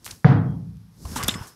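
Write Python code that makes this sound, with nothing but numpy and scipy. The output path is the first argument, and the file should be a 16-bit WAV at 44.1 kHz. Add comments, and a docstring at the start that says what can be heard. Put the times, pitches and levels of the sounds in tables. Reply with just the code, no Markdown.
"""In a large room, a ball is thrown hard onto the floor: a crack, a short hollow thump, then a boomy tail.
The crack and thump are short sine tones; the tail is ringing low tones plus noise dying band by band.
A microphone clipped to a shirt also hears the cloth rustle, snap and bump as the arms move: shaped
grains and noise, clicks and low knocks. Something small and metallic rings faintly: wavering sine tones."""
import sys
import numpy as np
from scipy import signal
from scipy.fft import rfft, irfft
from scipy.io import wavfile

SR = 44100
rng = np.random.default_rng(int(sys.argv[2]) if len(sys.argv) > 2 else 0)


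def unload_wav(signal):
    """Save mono or channel-first audio to the path in sys.argv[1] as 16-bit WAV at rate SR, clipped to [-1, 1]."""
    wavfile.write(
        sys.argv[1],
        SR,
        np.round(np.clip(np.atleast_2d(signal).T, -1, 1) * 32767).astype(np.int16),
    )


N = 68355  # length of the scene [samples]
CRACK_S = .2450  # moment the ball hits the floor [s]


def amp(db):
    """Turn decibels into a gain."""
    return 10 ** (np.asarray(db) / 20)


def rms_one(x):
    """Scale a signal to an rms (average strength) of 1."""
    return x / np.sqrt(np.mean(x ** 2) + 1e-20)


def at_hz(points, hz):
    """Read a table of (frequency, value) between its points, on a log-frequency axis."""
    points = np.array(points)
    return np.interp(np.log(hz), np.log(points[:, 0]), points[:, 1])


def since(s):
    """Seconds passed after a moment, zero before it."""
    return np.maximum(np.arange(N) / SR - s, 0)


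def band(x, low_hz, high_hz):
    """Keep only the sound between two frequencies."""
    edges = [low_hz, min(high_hz, .45 * SR)]
    return signal.sosfilt(signal.butter(2, edges, "band", fs=SR, output="sos"), x)


def coloured(x, spectrum):
    """Give noise or grains a spectrum, at rms 1."""
    hz = np.maximum(np.fft.rfftfreq(N, 1 / SR), 1)
    return rms_one(irfft(rfft(x) * amp(at_hz(spectrum, hz)), N))


def arch(s, length):
    """A half-sine envelope: up and down again once."""
    return np.sin(np.pi * np.minimum(since(s) / length, 1))


def tone(hz, s):
    """A sine tone that starts at a moment."""
    return np.sin(2 * np.pi * hz * since(s))


def fibres():
    """Cloth fibres catching on each other: dense random clicks of uneven size."""
    per_second, spread_db = 14000, 2.5
    sizes = amp(spread_db * np.minimum(rng.exponential(1, N), 5))
    signs = rng.choice([-1, 1], N)
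    happens = rng.random(N) < per_second / SR
    return rms_one(sizes * signs * happens)


def background_noise():
    """A faint steady noise under everything: random noise with a fixed spectrum."""
    # background spectrum, relative: (frequency [Hz], level [dB])
    noise_spectrum = [(15, -38), (25, -28), (161, -10), (335, -23), (607, -35.5), (863, -28), (2550, -37.5),
                      (5430, -35.5), (7510, -45), (11600, -36.5), (16000, -48.5)]
    level_db = -60
    return amp(level_db) * coloured(rng.standard_normal(N), noise_spectrum)


def rustle():
    """Fibres rubbing: hiss, body and rumble follow the movement of the cloth."""
    # movements of the cloth: (time [s], hiss level [dB], body level [dB], rumble level [dB])
    movements = [
        [(0.0, -69.5, -72, -59.5), (0.11, -47.5, -53.5, -47), (0.17, -57, -76, -53), (0.24, -68.5, -84.5, -68)],
        [(0.9, -77, -80, -74), (1.018, -53.5, -71.5, -44.5), (1.078, -46, -52.5, -41.5),
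         (1.14, -43, -48.5, -36.5), (1.198, -47, -31.5, -36.5), (1.248, -46.5, -38, -40),
         (1.296, -39.5, -40, -40), (1.388, -53, -42.5, -43), (1.436, -47.5, -45.5, -47.5),
         (1.55, -62.5, -63.5, -68)],
    ]
    # faint hiss of cloth while the ball is in the air: (time [s], level [dB])
    faint_hiss = [(0.24, -71), (0.3, -73), (0.58, -74.5), (0.9, -76.5)]
    # spectrum of the hiss, relative: (frequency [Hz], level per Hz [dB])
    hiss_spectrum = [(1470, -52), (2500, -34), (2770, -27), (3600, -16.5), (5350, -7), (7360, -12.5),
                     (11700, -11), (16000, -23.5)]
    # spectrum of the body, relative: (frequency [Hz], level per Hz [dB])
    body_spectrum = [(180, -48), (300, 0), (467, 4), (545, -2.5), (1120, 5.5), (1320, 2), (1430, 4.5),
                     (2230, -5), (3500, -7), (4550, -36), (7700, -120)]
    hiss = coloured(fibres(), hiss_spectrum)
    body = coloured(fibres(), body_spectrum)
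    rumble = rms_one(band(rng.standard_normal(N), 35, 220))
    out, clock = 0, np.arange(N) / SR
    for rows in [*movements, faint_hiss]:
        times, *levels = np.transpose(rows)
        # the faint hiss has one level column, so it uses the first layer only
        for level_db, layer in zip(levels, [hiss, body, rumble]):
            # outside its times a movement is too soft to hear
            out = out + amp(np.interp(clock, times, level_db, left=-120, right=-120)) * layer
    return out


def scuffs():
    """Cloth scuffing across the microphone: bursts of grainy noise that swell, hold, then die."""
    # scuffs: (start [s], rise [s], hold [s], time to fall 60 dB [s], level [dB],
    #          low edge [Hz], high edge [Hz])
    scuff_list = [(0.048, 0.0022, 0.014, 0.36, -41.5, 3240, 15500),
                  (.065, 0.0013, 0.041, 0.22, -49.5, 490, 2800), (.051, .010, .003, .012, -37, 3500, 14000),
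                  (.106, .004, .004, .012, -35, 3000, 11000),
                  (1.050, 0.0018, 0.0038, 0.02, -44, 1550, 12500),
                  (1.051, 0.00067, 0.0048, 0.071, -44, 524, 1240),
                  (1.114, 0.002, 0.0021, 0.077, -43, 800, 14300),
                  (1.155, 0.005, 0.0069, 0.074, -31, 2310, 12700),
                  (1.158, 0.0019, 0.0051, 0.052, -28, 650, 1725),
                  (1.169, 0.0028, 0.009, 0.24, -35.5, 2310, 14100),
                  (1.2255, .003, .002, .015, -27, 1500, 9000), (1.2352, .0003, .001, .02, -25, 3000, 15000),
                  (1.2415, .002, .002, .025, -30, 2200, 9000), (1.279, .003, .004, .012, -19, 4500, 15000),
                  (1.280, .002, .005, .012, -21, 3250, 3950), (1.282, .002, .003, .015, -22, 400, 2500),
                  (1.290, .001, .003, .025, -24, 1200, 5500), (1.290, .001, .003, .04, -25, 3250, 3950),
                  (1.306, .004, .003, .05, -34, 2200, 4500), (1.339, .001, .004, .035, -32, 1200, 4200),
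                  (1.339, .001, .01, .08, -42, 6500, 9000), (1.289, .003, .02, .1, -39, 6500, 8500),
                  (1.352, 0.0042, 0.0059, 0.03, -45, 251, 610),
                  (1.465, 0.0063, 0.0097, 0.14, -46.5, 3540, 14800)]
    grains = fibres() + 1.44 * rng.standard_normal(N)
    out = 0
    for s, rise, hold, t60, db, low_hz, high_hz in scuff_list:
        swell = np.minimum(since(s) / rise, 1) ** 2
        fade = amp(db - 60 * since(s + rise + hold) / t60)
        # filtered twice for steeper edges
        burst = band(band(grains, low_hz, high_hz), low_hz, high_hz)
        out = out + swell * fade * rms_one(burst)
    return out


def ticks():
    """A seam or button ticking: one click with a short noisy wake, through its own band."""
    # ticks: (time [s], peak level [dB], low edge [Hz], high edge [Hz])
    tick_list = [(.0455, -21, 2800, 16000), (.0645, -23, 500, 3200), (.0777, -24, 600, 4500),
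                 (.1128, -24, 3000, 9000), (.292, -46, 6000, 14000), (.507, -46, 2500, 12000),
                 (.770, -45, 1500, 13000), (1.2354, -12, 1500, 15000)]
    wake_t60_s = 0.0031  # time for the wake to fall 60 dB
    noise, out = rng.standard_normal(N), 0
    for s, db, low_hz, high_hz in tick_list:
        wake = noise * (since(s) > 0) * amp(-60 * since(s) / wake_t60_s)
        click = 0.083 * wake + 1e-18
        click[int(s * SR)] = 1
        click = band(band(click, low_hz, high_hz), low_hz, high_hz)
        out = out + amp(db) * click / np.abs(click).max()
    return out


def bumps():
    """Bumps on the microphone body: low tones that start softly and die quickly."""
    # bumps: (time [s], level [dB], pitch [Hz], time to fall 60 dB [s])
    bump_list = [(0.116, -35.5, 102, .1), (1.024, -33, 129, 0.073), (1.049, -17.5, 68.3, 0.079),
                 (1.085, -29, 95, .1), (1.123, -22.5, 89, 0.076), (1.16, -20.5, 249.5, 0.073),
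                 (1.174, -27, 135, 0.049), (1.237, -15, 111, 0.036), (1.253, -25.5, 64, 0.16),
                 (1.286, -12, 216, 0.028), (1.318, -29, 106, 0.22), (1.355, -16, 185, 0.029),
                 (1.41, -14, 103, 0.033)]
    out = 0
    for s, db, hz, t60 in bump_list:
        soft_start = np.minimum(since(s) * hz * 2, 1)  # lasts half a cycle
        out = out + amp(db - 60 * since(s) / t60) * soft_start * tone(hz, s)
    return out


def squeaks():
    """Cloth squeaking: noise in narrow bands, swelling and fading once."""
    # squeaks: (start [s], length [s], pitch [Hz], level [dB])
    squeak_list = [(1.18, .05, 1090, -33), (1.405, .035, 950, -43), (1.225, .02, 2000, -36),
                   (1.29, .025, 2020, -39), (1.33, .045, 1080, -42)]
    width_hz = 130
    white, out = rng.standard_normal(N), 0
    for s, length, hz, db in squeak_list:
        squeak = rms_one(band(white, hz - width_hz / 2, hz + width_hz / 2))
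        out = out + amp(db) * arch(s, length) * squeak
    return out


def metal_rings():
    """Something small and metallic ringing: thin sine tones of wavering strength."""
    # rings: (start [s], length [s], pitch [Hz], level [dB])
    ring_list = [(.37, .022, 3260, -50), (.45, .115, 3250, -66), (1.285, .125, 5170, -45),
                 (1.4, .06, 5170, -54), (1.33, .09, 5400, -51), (1.49, .06, 5170, -60),
                 (1.288, .06, 7150, -47), (1.338, .03, 8550, -53), (1.335, .03, 7500, -53)]
    waver = 1 + .35 * rms_one(band(rng.standard_normal(N), 15, 90))
    out = 0
    for s, length, hz, db in ring_list:
        out = out + amp(db) * arch(s, length) ** .5 * waver * tone(hz, s)
    return out


def room_modes():
    """The bounce sets the room ringing at its own pitches; the low ones build up a little later."""
    # room modes: (pitch [Hz], level [dB], time to fall 60 dB [s])
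    mode_list = [(72.2, -29.5, 1.0), (100.83, -5, 0.44), (107.7, -15, 1.12), (125.5, -17.5, 0.83),
                 (138.85, -6, .7), (154.2, -21, 0.96), (165.6, -16, 1.143), (193.5, -18, 1),
                 (204.5, -14.5, 0.23), (246, -22, 0.73), (269, -17.5, 0.66), (328, -44, .6),
                 (449, -31, 0.72), (463, -24, 0.57), (569, -26, 0.2), (738.5, -26, 0.51),
                 (843, -36.5, 0.69), (1022, -47.5, 0.24)]
    build_s, build_delay_s, delayed_below_hz = .018, .028, 400
    waver_depth = .3
    t = since(CRACK_S)
    build = 1 - np.exp(-since(CRACK_S + build_delay_s) / build_s)
    out = 0
    for hz, db, t60 in mode_list:
        waver = 1 + waver_depth * rms_one(band(rng.standard_normal(N), 2, 12))
        start = build if hz < delayed_below_hz else 1
        out = out + start * waver * amp(db - 60 * t / t60) * tone(hz, CRACK_S)
    return out


def diffuse_tail():
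    """Blurred echoes of the bounce: noise dying band by band, the lows rising more slowly."""
    # tail spectrum, relative: (frequency [Hz], level per Hz [dB])
    tail_spectrum = [(50, -34), (80, -16), (110, -27), (150, -3), (200, -18.5), (286, -13.5), (385, -32.5),
                     (452, -22.5), (750, -23.5), (1130, -25.5), (1700, -28.5), (2100, -35), (2500, -44),
                     (3300, -42.5), (5200, -51), (7500, -71.5), (12000, -68.5)]
    # how long the tail lasts: (frequency [Hz], time to fall 60 dB [s])
    tail_decay = [(60, 2.2), (160, 0.82), (420, 0.55), (1100, 0.42), (2910, 0.24), (7680, 0.15)]
    level_db = -26.5  # strength averaged from the start of the scene to 0.1 s after the hit, silence before the hit included
    rise_s, extra_rise_at_150_hz_s = 0.00067, 0.029
    hold_s = 0.14  # the fall starts gently over about this long
    t = since(CRACK_S)
    held_t = np.hypot(t, hold_s) - hold_s
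    edges = 50 * 2 ** np.arange(0, 8.1, 1 / 3)  # bands a third of an octave wide
    white = rng.standard_normal((2, N))  # neighbouring bands use different noise
    tail = 0
    for k, (low, high) in enumerate(zip(edges, edges[1:])):
        hz = np.sqrt(low * high)
        noise = band(band(white[k % 2], low, high), low * 0.76, high * 1.7)
        rise = 1 - np.exp(-(t / (rise_s + extra_rise_at_150_hz_s * (150 / hz) ** 2)) ** 2)
        fade = amp(at_hz(tail_spectrum, hz) - 60 * held_t / at_hz(tail_decay, hz))
        tail = tail + noise * fade * rise
    return amp(level_db) * tail / np.sqrt(np.mean(tail[t < .1] ** 2))


def crack():
    """The ball's skin cracks on the floor: a very short tone with duller and brighter knocks."""
    # other modes of the skin: (pitch [Hz], level [dB], time to fall 60 dB [s])
    skin_modes = [(487, -9.5, .02), (910, -11.5, 0.014), (1210, -5.5, 0.0083), (2200, -12, 0.0058)]
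    level_db, pitch_hz, t60_s = 1, 1650, .005
    t = since(CRACK_S)
    snap = amp(level_db - 60 * t / t60_s) * tone(pitch_hz, CRACK_S)
    snap = snap * (1 - np.exp(-(t / .0008) ** 2))  # soft start
    knocks = sum(amp(db - 60 * t / t60) * tone(hz, CRACK_S) for hz, db, t60 in skin_modes)
    knocks = knocks * (1 - np.exp(-(t / .001) ** 2))
    return snap - knocks


def thump():
    """Ball and floor thump while they touch: a few cycles of a low tone under one arch."""
    start_s, length_s, level_db, pitch_hz = .2463, .0205, 0, 147
    shape = arch(start_s, length_s) ** .7  # a power below 1 makes the arch fuller
    return -amp(level_db) * shape * tone(pitch_hz, start_s)


def scene():
    """Add all sources together at one microphone."""
    cloth = rustle() + scuffs() + ticks() + bumps() + squeaks()
    room = room_modes() + diffuse_tail()
    bounce = crack() + thump()
    return (background_noise() + cloth + metal_rings() + room + bounce)[None]


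def record(dry):
    """The microphone loses the deepest bass and softens the top; peaks are rounded, the top is cut."""
    low_hz, soft_hz, cutoff_hz = 28, 13500, 15700
    peak_limit = 1.0
    x = signal.sosfilt(signal.butter(1, [low_hz, soft_hz], "band", fs=SR, output="sos"), dry)
    rounded = x / (1 + np.abs(x / peak_limit) ** 6) ** (1 / 6)
    return signal.sosfilt(signal.ellip(10, .5, 70, cutoff_hz, fs=SR, output="sos"), rounded)


dry = scene()
out = record(dry)
unload_wav(out)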